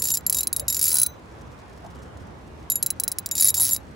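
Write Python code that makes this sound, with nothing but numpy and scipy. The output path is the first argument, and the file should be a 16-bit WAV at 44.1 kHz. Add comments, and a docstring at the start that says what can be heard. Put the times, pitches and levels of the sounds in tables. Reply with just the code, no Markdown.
"""Beside a calm lake, a fishing reel gives line in short pulls, close to the microphone.
At each tooth the drag's pawl snaps, chatters for a few milliseconds and sets the metal spool ringing;
one pull is fast enough to whir. Snaps are shaped noise, and the ringing is made of dying sine waves.
Behind the reel, filtered noise makes a low outdoor rumble, faint ticks of handling and a few soft bumps."""
import sys
import numpy as np
from scipy import signal
from scipy.io import wavfile
from scipy.ndimage import uniform_filter1d

SR = 44100
rng = np.random.default_rng(int(sys.argv[2]) if len(sys.argv) > 2 else 0)


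def put_to_file(sound):
    """Save the sound as 16-bit audio at rate SR, in the file named by the first command-line argument."""
    columns = np.atleast_2d(sound).T  # one column per channel
    safe = np.clip(columns, -1, 1)
    whole_steps = np.round(safe * 32767)
    wavfile.write(sys.argv[1], SR, whole_steps.astype(np.int16))


N = 174195  # length in samples

# The outdoor background. Each row: frequency in Hz, relative level in dB.
AIR_COLOUR = [(26, -42.5), (44, -15), (66, 1), (130, -5.5), (1000, -16), (1800, -23), (3000, -31.5),
              (10500, -46), (16000, -59)]
# How alike the background is at the two ears. Each row: frequency in Hz, likeness (1 is identical).
EAR_LIKENESS = [(90, 0.9), (350, 0.45), (800, 0.05)]
# Rustles of the hand on the rod. Each row: middle in seconds, level in dB, half length in seconds.
RUSTLES = [(1.415, -61, .012), (1.8, -70, .3), (1.958, -60, .012)]
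# Teeth passing the pawl. Each row: start in seconds, snap strength in dB,
# then the pawl's ping and the spool's ring, both in dB added to that strength.
TEETH = [(0.0, -39, 9, 7), (0.0211, -23, -3, -11), (0.0396, -28, 4, 4.5), (0.0547, -27, -7, 1),
         (0.0718, -27.5, -1.0, 1), (0.0859, -26, -6, 2.5), (0.1033, -25, -4, 2), (0.1159, -28.0, -9, 10),
         (0.1392, -27, -6, 8.5), (0.1517, -26, -4, -7), (0.1725, -24.5, -12, -2.5), (0.2651, -26.0, 11, 8),
         (0.2973, -23.5, 10.0, -2.5), (0.3265, -25, 8, -2.0), (0.3465, -26.5, 8, 4), (0.3693, -26.0, 3, 1),
         (0.3858, -26.5, 7, 4), (0.4071, -26.5, 9.5, 1.5), (0.4322, -26.5, 2, -1), (0.4712, -26, 10.5, -22),
         (0.529, -24.5, 6.5, -10), (0.564, -25.5, 9.0, -7), (0.597, -27, 4.5, -11), (0.6819, -24.0, 2, 6),
         (0.7014, -26.0, 8, 4.5), (0.7258, -26, -5, 1.5), (0.746, -24.5, -14, -2), (0.7677, -24, -3, -0.5),
         (0.7932, -25.5, 5, -11.0), (0.8134, -23, -2, 1.5), (0.8269, -23.5, 9.5, 0.5),
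         (0.8407, -23, 9.0, -2), (0.8545, -24.5, 3.0, 5), (0.8675, -25, 3, -13), (0.8797, -23.5, 2, 5),
         (0.892, -26.5, 4, -5), (0.9043, -27.5, 8, -9.0), (0.9168, -23, -2, -9), (0.9289, -28.5, 12, -10),
         (0.942, -25.5, 13.0, -10), (0.955, -23, 6, -10), (0.9688, -24.0, 7.5, -16),
         (0.9847, -23, 8, -11.0), (0.9979, -26, 13.5, -25), (1.0164, -23.5, 12, -18),
         (1.0318, -22.5, 13, -11), (1.0635, -26.5, 10, -7), (2.7001, -29, 15.5, 7.5),
         (2.7188, -30, 13.5, 6.5), (2.7561, -29.5, 13.5, 5), (2.8268, -24, 9, -3), (2.8624, -24.5, 6, -3),
         (2.904, -25, 7.5, -12), (2.9993, -26, 8, -6), (3.0363, -26.5, 7, -16.0), (3.0792, -24, 3.5, -14),
         (3.1172, -27, 5, -28), (3.1856, -25, 3, -29), (3.2606, -26.5, -0.5, -5), (3.313, -27.0, -3, 4.5),
         (3.3534, -26, 2.5, -9), (3.3682, -32, -3.0, 2), (3.3798, -24, -8, 0.5), (3.3896, -31, -3, 1),
         (3.3987, -26.5, -3, 8.5), (3.4089, -25.5, 15.5, 4), (3.4232, -22, 9.0, -5),
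         (3.4325, -24.5, 9.5, -10), (3.4448, -27.5, 19.5, -18), (3.4535, -24, 12, -4),
         (3.4642, -26.5, 6, 5), (3.473, -28, 16, -3), (3.4835, -22.5, 2, 8), (3.493, -26, 4.0, -13),
         (3.5031, -26.5, 10.5, -4.5), (3.5424, -23.5, 3, -3), (3.5502, -30, 4, 3.0), (3.5602, -35, -1, 3),
         (3.5684, -29, -4, 7), (3.5769, -29, -3, 12), (3.5882, -35.5, 9, 6), (3.7094, -34.5, 12, 13.5),
         (3.7204, -32, 13, 11.5), (3.7322, -30, 16.5, 8), (3.7453, -30.5, 9, -1.0), (3.7635, -29, 2, -12)]
# The fast pull. Each row: time in seconds, teeth per second, snap strength in dB,
# then the pawl's ping and the spool's ring, both in dB added to that strength.
FAST_PULL = [(3.598, 125, -30.5, 10, 3), (3.614, 160, -29.5, 16, -2), (3.646, 150, -30, 10, -17),
             (3.668, 120, -27.5, 1.5, -7), (3.703, 130, -28.5, 4, -7)]
# Light touches of the pawl. Each row: start in seconds, strength in dB.
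TOUCHES = [(.209, -43), (.5854, -39), (3.29, -34)]
# Colour of the snaps. Each row: frequency in Hz, gain in dB.
SNAP_COLOUR = [(600, -30.5), (2100, -15), (3200, -14.5), (4900, 0.7), (6500, -2), (9000, 0.5),
               (13400, -4.5), (15600, 0.5), (16500, -16.5)]
# Ringing modes of the spool. Each row: level in dB, loose pitch in Hz, loose time to fall 60 dB in
# seconds, pressed pitch in Hz, pressed time to fall 60 dB in seconds.
SPOOL_MODES = [(-1, 3835, .075, 3968, .05), (1.5, 7185, .07, 7325, .05), (-3, 11295, .11, 11512, .05)]
# When the pawl presses on the spool. Each row: start in seconds, end in seconds.
PRESSED_TIMES = [(.16, .335), (.4, .5), (.9, 1.1), (2.8, 3.3)]
# Ring of the spool's lowest mode. Each row: time in seconds, dB added to the snap strength.
LOW_NOTE_LEVEL = [(.26, -13), (.42, -2), (.6, -14), (.68, -4), (.75, -14), (2.86, -7), (3.33, -12),
                  (3.44, -5), (3.76, -9)]
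# Short high modes that ring with every snap. Each row: pitch in Hz, level in dB,
# time to fall 60 dB in seconds.
RIM_MODES = [(7320, -9, .035), (10480, -3, .03), (11512, -2, .04), (15690, 1, .035)]
# Lingering modes of the reel's body. Each row: pitch in Hz, level in dB, time to fall 60 dB in seconds.
BODY_MODES = [(1460, -24, .12), (3955, -19, .2), (6135, -16, .2), (15280, -17, .18)]
# How freely the body rings. Each row: time in seconds, added level in dB.
BODY_LEVEL = [(.7, -19), (1.0, 1), (2.7, -23)]
# Soft bumps. Each row: middle in seconds, level in dB, pitch in Hz.
BUMPS = [(.61, -39, 570), (.955, -42.5, 885), (1.855, -41.5, 710), (3.59, -41, 850)]

# Background: overall level, gain of the left ear's noise, typical depth of the drifting patches
AIR_DB, LEFT_DB, PATCH_DB = -42, -1.3, 1.2
# Handling ticks: rate, level, pitch and width of their resonance, unevenness, fading time
TICKS_PER_S, TICK_DB, TICK_HZ, TICK_WIDTH_HZ = 90, -69, 5400, 6000
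TICK_SPREAD_DB, TICK_S = 2.2, .006
# Snap: fading times in seconds of the first hit and of the rattle, and the parts' relative levels
SNAP_S, RASP_DB, RASP_S = .0005, -6, .0045
REBOUND_S, REBOUND_DB, BLOW_S = 0.0042, -0.5, 0.0031
SPIKE_DB, CONTACT_DB = -1.5, 7.5
# Scrape between teeth: it fades when they come further apart than SCRAPE_S
SCRAPE_DB, SCRAPE_S, GRAIN_DB = -5, 0.024, 4.5
# Pawl ping: two pitches, the rise of the lower one with tooth rate, its longest fading time, its waver
PAWL_HZ, PAWL_FREE_HZ, PAWL_RISE_HZ, FAST_PER_S = 10520, 11440, 430, 150
PAWL_S, PAWL_WOBBLE_HZ = 0.0062, 160
FREE_DB, FREE_WIDTH_DB = 3, 6  # spool ring at which both pitches are equal, and softness of the change
# Rings: random spread of pitch and level, and time to build up
DETUNE_HZ, MODE_SPREAD_DB, RING_RISE_S = 30, 2.2, 0.0019
UNEVEN_DB = 2  # random spread of the teeth in the fast pull
BUMP_S, BUMP_WIDTH = 0.02, .45  # swell time; resonance width as a share of the pitch
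EDGE_HZ = 16600  # the treble is cut off above this pitch


def amp(db):
    """Turns decibels into a gain."""
    return 10 ** (np.asarray(db) / 20)


def evened(x):
    """Scales to an average power of 1."""
    return x / np.sqrt(np.mean(x ** 2) + 1e-20)


def read(points, hz):
    """Reads a table between its rows, on a logarithmic frequency axis."""
    table_hz, value = np.transpose(points)
    return np.interp(np.log(hz + 1), np.log(table_hz + 1), value)


def add(mix, s, sound):
    """Mixes a sound in at time s."""
    part = mix[max(round(s * SR), 0):][:len(sound)]
    part += sound[:len(part)]


def resonate(x, hz, width_hz):
    """Passes sound through one resonance, which favours frequencies near hz."""
    r = np.exp(-np.pi * width_hz / SR)
    pole = r * np.exp(2j * np.pi * hz / SR)
    return signal.lfilter([1 - r], [1, -pole], x).real


def colour(x, points, size=2048):
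    """Filters to the given spectrum without smearing sound ahead of each hit."""
    hz = abs(np.fft.fftfreq(size, 1 / SR))
    log_gain = np.log(amp(read(points, hz)))
    # The Hilbert transform supplies the phase that puts the response after the hit
    response = np.exp(signal.hilbert(log_gain).conj())
    taps = np.fft.ifft(response).real[:size // 2]
    return signal.oaconvolve(x, taps)[:len(x)]


def blow(x):
    """Gives a burst the energy of a sound with average power 1 lasting BLOW_S."""
    return x * np.sqrt(BLOW_S * SR / np.sum(x ** 2))


def air(size=4096):
    """Outdoor rumble and faint hiss: noise built from short spectra, with patches that drift in level."""
    hop = size // 4
    frames, hz = N // hop + 5, np.fft.rfftfreq(size, 1 / SR)
    a, b, c, d, patches = rng.standard_normal((frames, len(hz), 5)).T
    # Smooth the patches over frequency, then over time
    patches = uniform_filter1d(patches, size=40, axis=0)
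    patches = evened(uniform_filter1d(patches, size=6, axis=1))
    same = np.clip(read(EAR_LIKENESS, hz), -1, 1)[:, None]
    left, other = a + 1j * b, c + 1j * d
    right = same * left + np.sqrt(1 - same ** 2) * other
    spectra = np.array([left * amp(LEFT_DB), right])
    spectra *= amp(read(AIR_COLOUR, hz)[:, None] + PATCH_DB * patches)
    sound = signal.istft(spectra, nperseg=size, noverlap=size - hop)[1]
    return amp(AIR_DB) * evened(sound[:, :N])


def handling():
    """Faint ticks of line and hand on the rod: random fading noise grains that swell into rustles."""
    t = np.arange(N) / SR
    happens = rng.random(N) < TICKS_PER_S / SR
    sizes = amp(TICK_SPREAD_DB * rng.exponential(size=N)) * happens
    fading = signal.lfilter([1], [1, -np.exp(-1 / (TICK_S * SR))], sizes)
    ticks = fading * rng.standard_normal(N)
    ticks = resonate(resonate(ticks, TICK_HZ, TICK_WIDTH_HZ), TICK_HZ, TICK_WIDTH_HZ)
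    level = amp(TICK_DB)
    for s, db, half_length in RUSTLES:
        level = level + amp(db) * np.exp(-np.square((t - s) / half_length))
    return level * evened(ticks)


def contact(t, gap):
    """The pawl lands with a spike, rattles, rebounds and scrapes up to the next tooth, gap seconds on."""
    late = t - REBOUND_S * rng.uniform(0.17, 1.5)
    rebound = amp(REBOUND_DB) * (late > 0) * np.exp(-abs(late) / SNAP_S)
    shape = np.exp(-t / SNAP_S) + amp(RASP_DB) * np.exp(-t / RASP_S) + rebound
    rattle, scrape = rng.standard_normal((2, len(t)))
    spike = 1. * (t == 0)
    hit = blow(shape * rattle) + amp(SPIKE_DB) * blow(spike)
    # A quick second touch colours each snap anew
    second = np.roll(hit, round(rng.rayleigh(SNAP_S) * SR))
    hit = blow(hit + rng.random() * second)
    # Slow random swings in level make the scrape grainy
    swings = evened(uniform_filter1d(rng.standard_normal(len(t)), size=40))
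    scrape = evened(scrape * amp(GRAIN_DB * swings))
    scrape_level = amp(SCRAPE_DB) * np.exp(-(gap / SCRAPE_S) ** 2)
    scrape = scrape * scrape_level * (t < gap) * np.exp(-t / SCRAPE_S)
    return amp(CONTACT_DB) * (hit + scrape)


def pawl(t, gap, spool_db):
    """A short wavering ping; it moves to the higher mode when the spool rings freely."""
    free = 1 / (1 + np.exp((FREE_DB - spool_db) / FREE_WIDTH_DB))
    speed = min(1 / (gap * FAST_PER_S), 1)
    low_hz = PAWL_HZ + PAWL_RISE_HZ * speed ** 2
    ping = 0
    for hz, share in ((low_hz, 1 - free), (PAWL_FREE_HZ, free)):
        waver = evened(uniform_filter1d(rng.standard_normal(len(t)), size=30))
        turns = np.cumsum(hz + PAWL_WOBBLE_HZ * waver) / SR
        ping = ping + np.sqrt(share) * np.sin(2 * np.pi * turns)
    fade = np.exp(-(t / min(PAWL_S, gap / 2)) ** 2)
    rise = 1 - np.exp(-2 * t / SNAP_S)
    return blow(ping * fade * rise)


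def ring(modes, t):
    """Metal modes as dying sine waves, struck a little differently each time."""
    hz, db, t60 = np.transpose(modes)[:, :, None]
    tune, strength, phase = rng.standard_normal((3, len(modes), 1))
    waves = np.sin(2 * np.pi * ((hz + DETUNE_HZ * tune) * t + phase))
    levels = amp(db + MODE_SPREAD_DB * strength - 60 * t / t60)
    rise = 1 - np.exp(-t / RING_RISE_S)
    return rise * np.sqrt(2) * (levels * waves).sum(0)


def spool(s, t, ring_db):
    """The spool's modes, higher and shorter while the pawl presses on it."""
    pressed = any(start <= s < end for start, end in PRESSED_TIMES)
    low_db = np.interp(s, *np.transpose(LOW_NOTE_LEVEL))
    modes = []
    for row, level in zip(SPOOL_MODES, (low_db, ring_db, ring_db)):
        db, loose_hz, loose_t60, pressed_hz, pressed_t60 = row
        hz, t60 = (pressed_hz, pressed_t60) if pressed else (loose_hz, loose_t60)
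        modes.append((hz, db + level, t60))
    return ring(modes, t)


def reel(size=8192):
    """Each tooth gives a snap, a ping of the pawl and a longer ring of spool, rim and body."""
    snaps, metal, t = np.zeros(N), np.zeros(N), np.arange(size) / SR
    teeth = list(TEETH) + whir()
    starts = np.array([row[0] for row in teeth])
    for s, db, pawl_db, spool_db in teeth:
        gap = np.min(starts[starts > s], initial=N / SR) - s
        # The next tooth chokes the spool
        choke = np.exp(-np.maximum(t - gap, 0) / BLOW_S)
        body_gain = amp(np.interp(s, *np.transpose(BODY_LEVEL)))
        body = ring(RIM_MODES, t) + body_gain * ring(BODY_MODES, t)
        ping = amp(pawl_db) * pawl(t, gap, spool_db)
        add(snaps, s, amp(db) * contact(t, gap))
        add(metal, s, amp(db) * (ping + choke * spool(s, t, spool_db) + body))
    for s, db in TOUCHES:
        touch = np.exp(-t / SNAP_S) * rng.standard_normal(size)
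        add(snaps, s, amp(db) * blow(touch))
    return colour(snaps, SNAP_COLOUR) + metal


def bumps():
    """Brief, hollow swells of resonant noise, different at each ear."""
    t, out = np.arange(N) / SR, np.zeros((2, N))
    for s, db, hz in BUMPS:
        noise = rng.standard_normal((2, N))
        hollow = resonate(resonate(noise, hz, BUMP_WIDTH * hz), hz, BUMP_WIDTH * hz)
        swell = np.exp(-.5 * ((t - s) / BUMP_S) ** 2)
        out += amp(db) * evened(hollow) * swell
    return out


def whir():
    """Lists one click, of uneven strength, for each tooth that passes during the fast pull."""
    times, rate, *controls = np.transpose(FAST_PULL)
    s, rows = times[0], []
    while s < times[-1]:
        db, pawl_db, spool_db = [np.interp(s, times, c) for c in controls]
        rows.append((s, db + UNEVEN_DB * rng.standard_normal(), pawl_db, spool_db))
        s += 1 / np.interp(s, times, rate)
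    return rows


def scene():
    """The reel and the handling dead centre, the bumps and the outdoors spread over both ears."""
    return air() + handling() + reel() + bumps()


def record(dry):
    """Cuts the treble above EDGE_HZ with a steep filter."""
    low_pass = signal.firwin(255, EDGE_HZ, window=("kaiser", 8), fs=SR)
    return signal.oaconvolve(dry, low_pass[None], "same")


dry = scene()
out = record(dry)
put_to_file(out)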